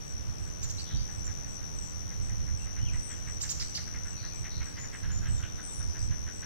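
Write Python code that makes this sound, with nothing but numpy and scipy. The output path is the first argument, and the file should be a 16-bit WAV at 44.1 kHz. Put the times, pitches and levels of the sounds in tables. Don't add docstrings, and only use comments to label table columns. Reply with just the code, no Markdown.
import sys
import numpy as np
from scipy import signal
from scipy.fft import rfft, irfft
from scipy.io import wavfile

SR = 44100
rng = np.random.default_rng(int(sys.argv[2]) if len(sys.argv) > 2 else 0)


def transcribe(u):
    v = np.clip(np.atleast_2d(u).T, -1, 1)
    q = np.round(v * 32767).astype(np.int16)
    wavfile.write(sys.argv[1], SR, q)


N = 284445
TIME = np.arange(N) / SR


# (time [s], pace [strokes per s])
WING_PACE = [(0, 68.5), (.38, 69.5), (.52, 85), (1.1, 85), (1.65, 81.7), (2.2, 83), (3.7, 82.7),
             (4.4, 83.2), (4.6, 79), (4.75, 68.3), (5.2, 70), (5.35, 85), (6.2, 85), (6.45, 82)]
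# (time [s], relative level [dB])
TRILL_LEVEL = [(0, -44), (.35, -46), (.6, -44), (1, -42), (2, -42), (3, -42.5), (4.1, -41), (4.55, -42.5),
               (4.8, -45), (5.25, -46), (5.6, -44), (6, -41), (6.45, -42.5)]
def crickets():
    pace, level_db = follow(WING_PACE), follow(TRILL_LEVEL)
    pitch_hz = 5910 + 5 * (pace - 83)
    near = wing_strokes(pace, pitch_hz, sag_hz=1080, jitter=.028, flutter_db=1.7,
                        scatter_hz=40, scrape=.12, overtone_db=-32)
    near += gain_of(-14) * np.roll(near, round(.00922 * SR))
    near = placed(near * gain_of(level_db - 9.7), pan_db=16, phase=2.02)
    far = wing_strokes(93.7 + .5 * drift(1), hz=6000, sag_hz=800, jitter=.025, flutter_db=1.5,
                       scatter_hz=45, scrape=.2, overtone_db=-28)
    far = placed(far * gain_of(level_db - 17), pan_db=18.5, phase=1.5)
    return tree_echoes(near, fade_s=.095, echo_db=-9) + tree_echoes(far, fade_s=.29, echo_db=-5)


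def wing_strokes(pace, hz, sag_hz, jitter, flutter_db, scatter_hz, scrape, overtone_db, spread=1):
    turns = np.cumsum(pace) / SR + jitter * drift(50)
    turns -= turns.min()
    stroke, place = turns.astype(int), turns % 1 - .5
    louder, higher = rng.standard_normal((stroke.max() + 1, 2))[stroke].T
    width = spread * np.where(place < 0, .175, .29)
    swell = np.exp(-(place / width) ** 2) * np.sqrt(np.cos(np.pi * place).clip(0))
    swell *= np.exp(scrape * drift(820))
    pitch_hz = hz - sag_hz * place * (1 + place) + scatter_hz * higher
    return evened(swell * gain_of(flutter_db * louder) * tone(pitch_hz, overtone_db))


# (first time [s], last time [s], clacks [count],
# first and last relative level [dB], first and last beak pitch [Hz], brightness [dB])
BEGGING_RUNS = [(0.096, 0.628, 4, -56, -52, 1500, 1550, -21), (.888, 1.263, 3, -48, -46, 1700, 1740, -20),
                (1.433, 1.6, 2, -51, -53, 1860, 1750, -22), (2.094, 2.647, 4, -49, -49, 1920, 1860, -14),
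                (2.756, 3.93, 8, -43.5, -43, 1900, 1960, -12),
                (3.862, 4.223, 3, -48, -44.5, 1580, 1740, -14), (4.436, 4.921, 4, -41, -40, 2100, 1990, -9),
                (4.648, 4.824, 2, -47, -44, 1600, 1830, -18), (5.024, 5.087, 2, -42.5, -45, 1650, 1600, -5),
                (5.209, 5.387, 2, -45, -46, 1460, 1460, -17),
                (5.245, 5.419, 2, -39.5, -39.5, 1750, 1550, 2),
                (5.574, 5.793, 2, -45, -46.5, 1470, 1450, -16),
                (5.94, 6.418, 4, -43.5, -40.5, 1827, 1650, -9.5)]
# (frequency [Hz], level [dB])
HERON_THROAT = [(500, -25), (900, -14), (1200, -8.5), (1500, -4), (1750, -5), (2050, -6), (2450, -10),
                (2900, -9), (3500, -17.5), (4100, -20), (6000, -50), (12000, -70)]
def young_herons():
    clacks = np.concatenate([np.linspace((first, db0, hz0, bright), (last, db1, hz1, bright), count)
                             for first, last, count, db0, db1, hz0, hz1, bright in BEGGING_RUNS])
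    chance = rng.standard_normal((len(clacks), 2))
    out, t = np.zeros(N), np.arange(SR // 7) / SR
    rise = t / .022
    swell = rise ** 2 * np.exp(2 * (1 - rise))
    for (start, db, hz, bright_db), (louder, higher) in zip(clacks, chance):
        hz *= 1 + .033 * higher
        turns = np.cumsum(370 * np.exp(.25 * drift(150, len(t)))) / SR
        flaps = np.diff(np.floor(turns), prepend=0)
        puffs = np.exp(-(turns % 1) / .51) * rng.standard_normal(len(t))
        voice = (evened(flaps) + 1.47 * evened(puffs)) * np.exp(.047 * drift(260, len(t)))
        beak = [(hz / 2, -3), (hz / 1.32, -4), (hz, 4), (hz * 1.33, -4),
                (3000, bright_db + 5), (5000, -3)]
        rasp = coloured(coloured(voice, HERON_THROAT), beak)
        add(out, start, gain_of(db + louder - 7) * evened(rasp) * swell)
    return tree_echoes(placed(out, pan_db=-.5, phase=-.17), fade_s=.81, echo_db=-5)


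# (time [s], length [s], start pitch [Hz], top pitch [Hz], end pitch [Hz],
# waver [share of the pitch], relative level [dB])
SHARP_CHIPS = [(.627, 0.024, 4060, 7290, 6300, .012, -30), (.696, 0.021, 4130, 6760, 5550, .015, -31.5),
               (0.779, 0.035, 3970, 4570, 4600, 0.039, -35), (3.41, .037, 3900, 7680, 3900, .02, -25.5),
               (3.49, .037, 3700, 7400, 3700, .015, -24.5), (3.594, 0.039, 4164, 5880, 2900, 0.1, -28.5),
               (3.747, 0.035, 4300, 5425, 2800, 0.056, -27)]
def chipping_bird():
    out = np.zeros(N)
    hiss_colour = [(1200, -2), (2800, -2), (5000, 2), (7200, 13), (9500, -17.5), (13500, -10),
                   (16000, -15)]
    for start, length, start_hz, top_hz, end_hz, waver, db in SHARP_CHIPS:
        climbing_hz = top_hz - .2 * (top_hz - start_hz)
        falling_hz = top_hz - .0826 * (top_hz - end_hz)
        arch = np.array([start_hz, climbing_hz, falling_hz, end_hz])
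        low = bird_note(length, arch * .62, waver=.067, taper=.12, overtone_db=-23)
        main = bird_note(length, arch, waver, taper=.35, overtone_db=-21)
        high = bird_note(length, arch * 1.16, waver=.027, taper=.28, overtone_db=-13)
        flicker = np.exp(.093 * drift(400, len(main)))
        add(out, start, gain_of(db - 23) * low)
        add(out, start, gain_of(db - 9) * (main + gain_of(-14.5) * high) * flicker)
        size = int((length + .028) * SR)
        hiss = evened(coloured(rng.standard_normal(size), hiss_colour))
        add(out, start - .016, gain_of(db - 20.5) * hiss * signal.windows.tukey(size, .5))
    among_twigs = tree_echoes(placed(out, pan_db=-4.5, phase=-2.18), fade_s=.083, echo_db=-13)
    return tree_echoes(among_twigs, fade_s=.46, echo_db=-6.5)


# (first time [s], last time [s], bursts [count], first and last relative level [dB])
INSECT_BURSTS = [(.04, 1.822, 6, -54.5, -51), (2.212, 3.622, 5, -51, -49), (4.045, 4.925, 4, -51, -50.5),
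                 (5.29, 6.325, 4, -51, -48)]
def buzzing_insect():
    bursts = np.zeros(N)
    burst = signal.windows.tukey(int(.098 * SR), .25)
    for first, last, count, first_db, last_db in INSECT_BURSTS:
        for start, db in np.linspace((first, first_db), (last, last_db), count):
            add(bursts, start, gain_of(db - 7.5) * burst)
    buzz = wing_strokes(np.full(N, 80.), hz=7840, sag_hz=220, jitter=.04, flutter_db=1.5,
                        scatter_hz=40, scrape=.15, overtone_db=-50, spread=1.3)
    return tree_echoes(placed(buzz * bursts, pan_db=2, phase=1.84), fade_s=.05, echo_db=.5)


# (time [s], top pitch [Hz], relative level [dB])
FALLING_WHISTLES = [(1.753, 7800, -51.5), (3.015, 8200, -45.5), (5.275, 7740, -48.5), (5.625, 8160, -44.5)]
# (time [s], length [s], pitch [Hz], relative level [dB], left over right [dB])
FLAT_WHISTLES = [(.96, 0.076, 4600, -51.5, 7), (1.245, 0.032, 7170, -47, -14.5),
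                 (4.785, 0.075, 6860, -47.5, 11), (5.109, 0.086, 6940, -48, 10.5),
                 (5.713, 0.1, 9090, -47.5, 2.5)]
WHISTLE_BEND = (.975, 1, 1.002, .99)
def whistling_birds():
    out = np.zeros((2, N))
    fall = np.array([.99, 1, .965, .83])
    calls = [(start, .128, fall * hz, db, 7) for start, hz, db in FALLING_WHISTLES]
    calls += [(start, length, np.multiply(WHISTLE_BEND, hz), db, pan_db)
              for start, length, hz, db, pan_db in FLAT_WHISTLES]
    for start, length, pitches, db, pan_db in calls:
        whistle = bird_note(length, pitches, waver=.0077, taper=.18, overtone_db=-44.5)
        add(out, start, placed(gain_of(db - 1.5) * whistle, pan_db, phase=np.pi))
    return tree_echoes(out, fade_s=.59, echo_db=-9)


# (time [s], length [s], start, middle and end pitch [Hz], relative level [dB])
WARBLED_NOTES = [(2.585, .08, 2560, 2720, 2680, -54.5), (2.78, .07, 2450, 2980, 2850, -54.5),
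                 (2.848, .062, 3380, 2850, 2060, -47.5), (3.09, .08, 3050, 3300, 2750, -58),
                 (4.11, .12, 2810, 2570, 2350, -59.5), (4.3, .11, 2550, 2390, 2310, -59)]
def warbling_bird():
    out = np.zeros(N)
    for start, length, *pitches, db in WARBLED_NOTES:
        glide = bird_note(length, pitches, waver=.035, taper=.5, overtone_db=-30)
        add(out, start, gain_of(db - 3.5) * glide)
    return tree_echoes(placed(out, pan_db=5, phase=1.47), fade_s=.7, echo_db=-3)


def pipping_bird():
    out = np.zeros(N)
    for start in np.linspace(5.372, 5.794, 5):
        pip = bird_note(length=.024, pitches=(3630, 3630), waver=.0048, taper=.47, overtone_db=-30)
        add(out, start, gain_of(-58.5) * pip)
    return tree_echoes(placed(out, pan_db=6, phase=1.9), fade_s=.3, echo_db=-4)


# (time [s], length [s], throat pitch [Hz],
# spread around it [Hz], # pace [pulses per s], relative level [dB], left over right [dB])
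BUZZY_CALLS = [(0.844, 0.15, 3560, 615, 310, -52.5, -8), (4.152, .15, 4400, 480, 140, -52.5, 5),
               (4.492, 0.12, 4100, 486, 130, -52, 6.5), (4.738, .06, 4770, 350, 200, -58, 7),
               (5.859, .079, 5170, 380, 180, -56, 10), (5.98, 0.061, 4880, 300, 120, -55, 7)]
def buzzy_birds():
    out = np.zeros((2, N))
    for start, length, hz, width_hz, pace, db, pan_db in BUZZY_CALLS:
        size = int(length * SR)
        turns = np.cumsum(pace * (1 + .025 * drift(60, size))) / SR
        harmonics = np.arange(1, int(2 * hz / pace))[:, None]
        throat = np.exp(-((harmonics * pace - hz) / width_hz) ** 2)
        pulses = (throat * np.cos(2 * np.pi * harmonics * turns)).sum(0)
        call = gain_of(db - 3) * evened(pulses) * signal.windows.tukey(size, .5)
        add(out, start, placed(call, pan_db, phase=1.1))
    return tree_echoes(out, fade_s=.62, echo_db=-.5)


# (time [s], length [s], relative level [dB])
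WIND_GUSTS = [(0.578, 0.3, -47.5), (0.912, 0.14, -31), (1.104, 0.3, -45), (2.173, 0.51, -39.5),
              (2.758, 0.31, -40), (3.15, 0.59, -63), (3.505, 0.22, -45), (4.553, 0.17, -43),
              (5.002, 0.42, -36), (5.363, 0.14, -46.5), (5.776, .2, -43), (5.974, 0.25, -40)]
# (frequency [Hz], relative level [dB])
WIND_COLOUR = [(15, -6), (28, -1.5), (45, -1), (80, 2), (120, -4.5), (170, -15.5), (250, -31.5), (400, -44),
               (900, -96)]
def wind():
    breeze_db, rise_s, fall_s = -47.5, .023, .094
    power = np.full(N, gain_of(breeze_db) ** 2)
    for start, length, db in WIND_GUSTS:
        push = np.minimum((TIME - start) / rise_s, (start + length - TIME) / fall_s).clip(0, 1)
        power += (gain_of(db) * push) ** 2
    strength = np.sqrt(power)
    rumble = noise_pair(WIND_COLOUR, likeness=[(30, -.95), (100, -.86), (300, -.7)])
    small_swirls = coloured(rumble, [(110, -30), (180, -1), (400, 5)])
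    rumble += small_swirls * strength / gain_of(-30)
    shake = gain_of(2.5 * drift(13.3))
    return rumble * strength * shake * gain_of([[4.3], [9.9]])


# (frequency [Hz], relative level [dB])
HUSH_COLOUR = [(30, 5.5), (150, 10), (280, 4), (500, 0), (900, -5), (1700, -9), (2600, -12), (4000, -15),
               (5200, -14), (7000, -15), (9000, -21.5), (12000, -25), (15500, -30)]
# (frequency [Hz], likeness [-1 opposite to 1 same])
HUSH_LIKENESS = [(100, -0.42), (500, -0.72), (900, -0.51), (1600, -0.17), (4000, 0.09), (8000, -0.36),
                 (15000, 0.13)]
def open_air():
    return noise_pair(HUSH_COLOUR, HUSH_LIKENESS) * gain_of(-46 + .2 * drift(.98))


def tree_echoes(x, fade_s, echo_db):
    t = np.arange(SR // 2) / SR
    echoes = rng.standard_normal((2, len(t))) * (rng.random((2, len(t))) < .1)
    echoes *= gain_of(-60 * t / fade_s) * (t > .002)
    echoes /= np.linalg.norm(echoes, axis=1, keepdims=True)
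    return x + gain_of(echo_db) * signal.fftconvolve(x, echoes, axes=1)[:, :N]


def bird_note(length, pitches, waver, taper, overtone_db):
    size = int(length * SR)
    curve = np.polyfit(np.linspace(0, 1, len(pitches)), pitches, len(pitches) - 1)
    hz = np.polyval(curve, np.linspace(0, 1, size)) * (1 + waver * drift(410, size))
    return evened(tone(hz, overtone_db)) * signal.windows.tukey(size, taper)


def tone(hz, overtone_db):
    phase = 2 * np.pi * np.cumsum(hz) / SR
    return np.sin(phase) + gain_of(overtone_db) * np.sin(2 * phase)


def placed(x, pan_db, phase):
    shifted = (signal.hilbert(x) * np.exp(-1j * phase)).real
    return np.array([x * gain_of(pan_db / 2), shifted * gain_of(-pan_db / 2)])


def noise_pair(colour, likeness):
    left, other = rfft(rng.standard_normal((2, N)))
    same = np.clip(value_at(likeness, frequencies(TIME)), -1, 1)
    right = same * left + np.sqrt(1 - same ** 2) * other
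    return evened(coloured(irfft([left, right], N), colour))


def drift(hz, size=N):
    noise = rng.standard_normal(size + SR)
    keep_slow = np.exp(-(frequencies(noise) / hz) ** 2)
    return evened(irfft(rfft(noise) * keep_slow, len(noise)))[:size]


def coloured(x, colour):
    return irfft(rfft(x) * gain_of(value_at(colour, frequencies(x))), x.shape[-1])


def value_at(rows, hz):
    row_hz, values = np.transpose(rows)
    return np.interp(np.log(hz + 1), np.log(row_hz + 1), values)


def frequencies(x):
    return np.fft.rfftfreq(x.shape[-1], 1 / SR)


def follow(rows):
    return np.interp(TIME, *np.transpose(rows))


def add(mix, start, sound):
    part = mix[..., max(round(start * SR), 0):][..., :sound.shape[-1]]
    part += sound[..., :part.shape[-1]]


def evened(x):
    return x / np.sqrt(np.mean(x ** 2) + 1e-20)


def gain_of(db):
    return 10 ** (np.asarray(db) / 20)


def scene():
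    insects = crickets() + buzzing_insect()
    birds = young_herons() + chipping_bird() + whistling_birds()
    more_birds = warbling_bird() + pipping_bird() + buzzy_birds()
    return insects + birds + more_birds + wind() + open_air()


def record(dry):
    treble_cut = signal.firwin(511, cutoff=15750, window=("kaiser", 9), fs=SR)
    return signal.oaconvolve(dry, treble_cut[None], "same")


dry = scene()
out = record(dry)
transcribe(out)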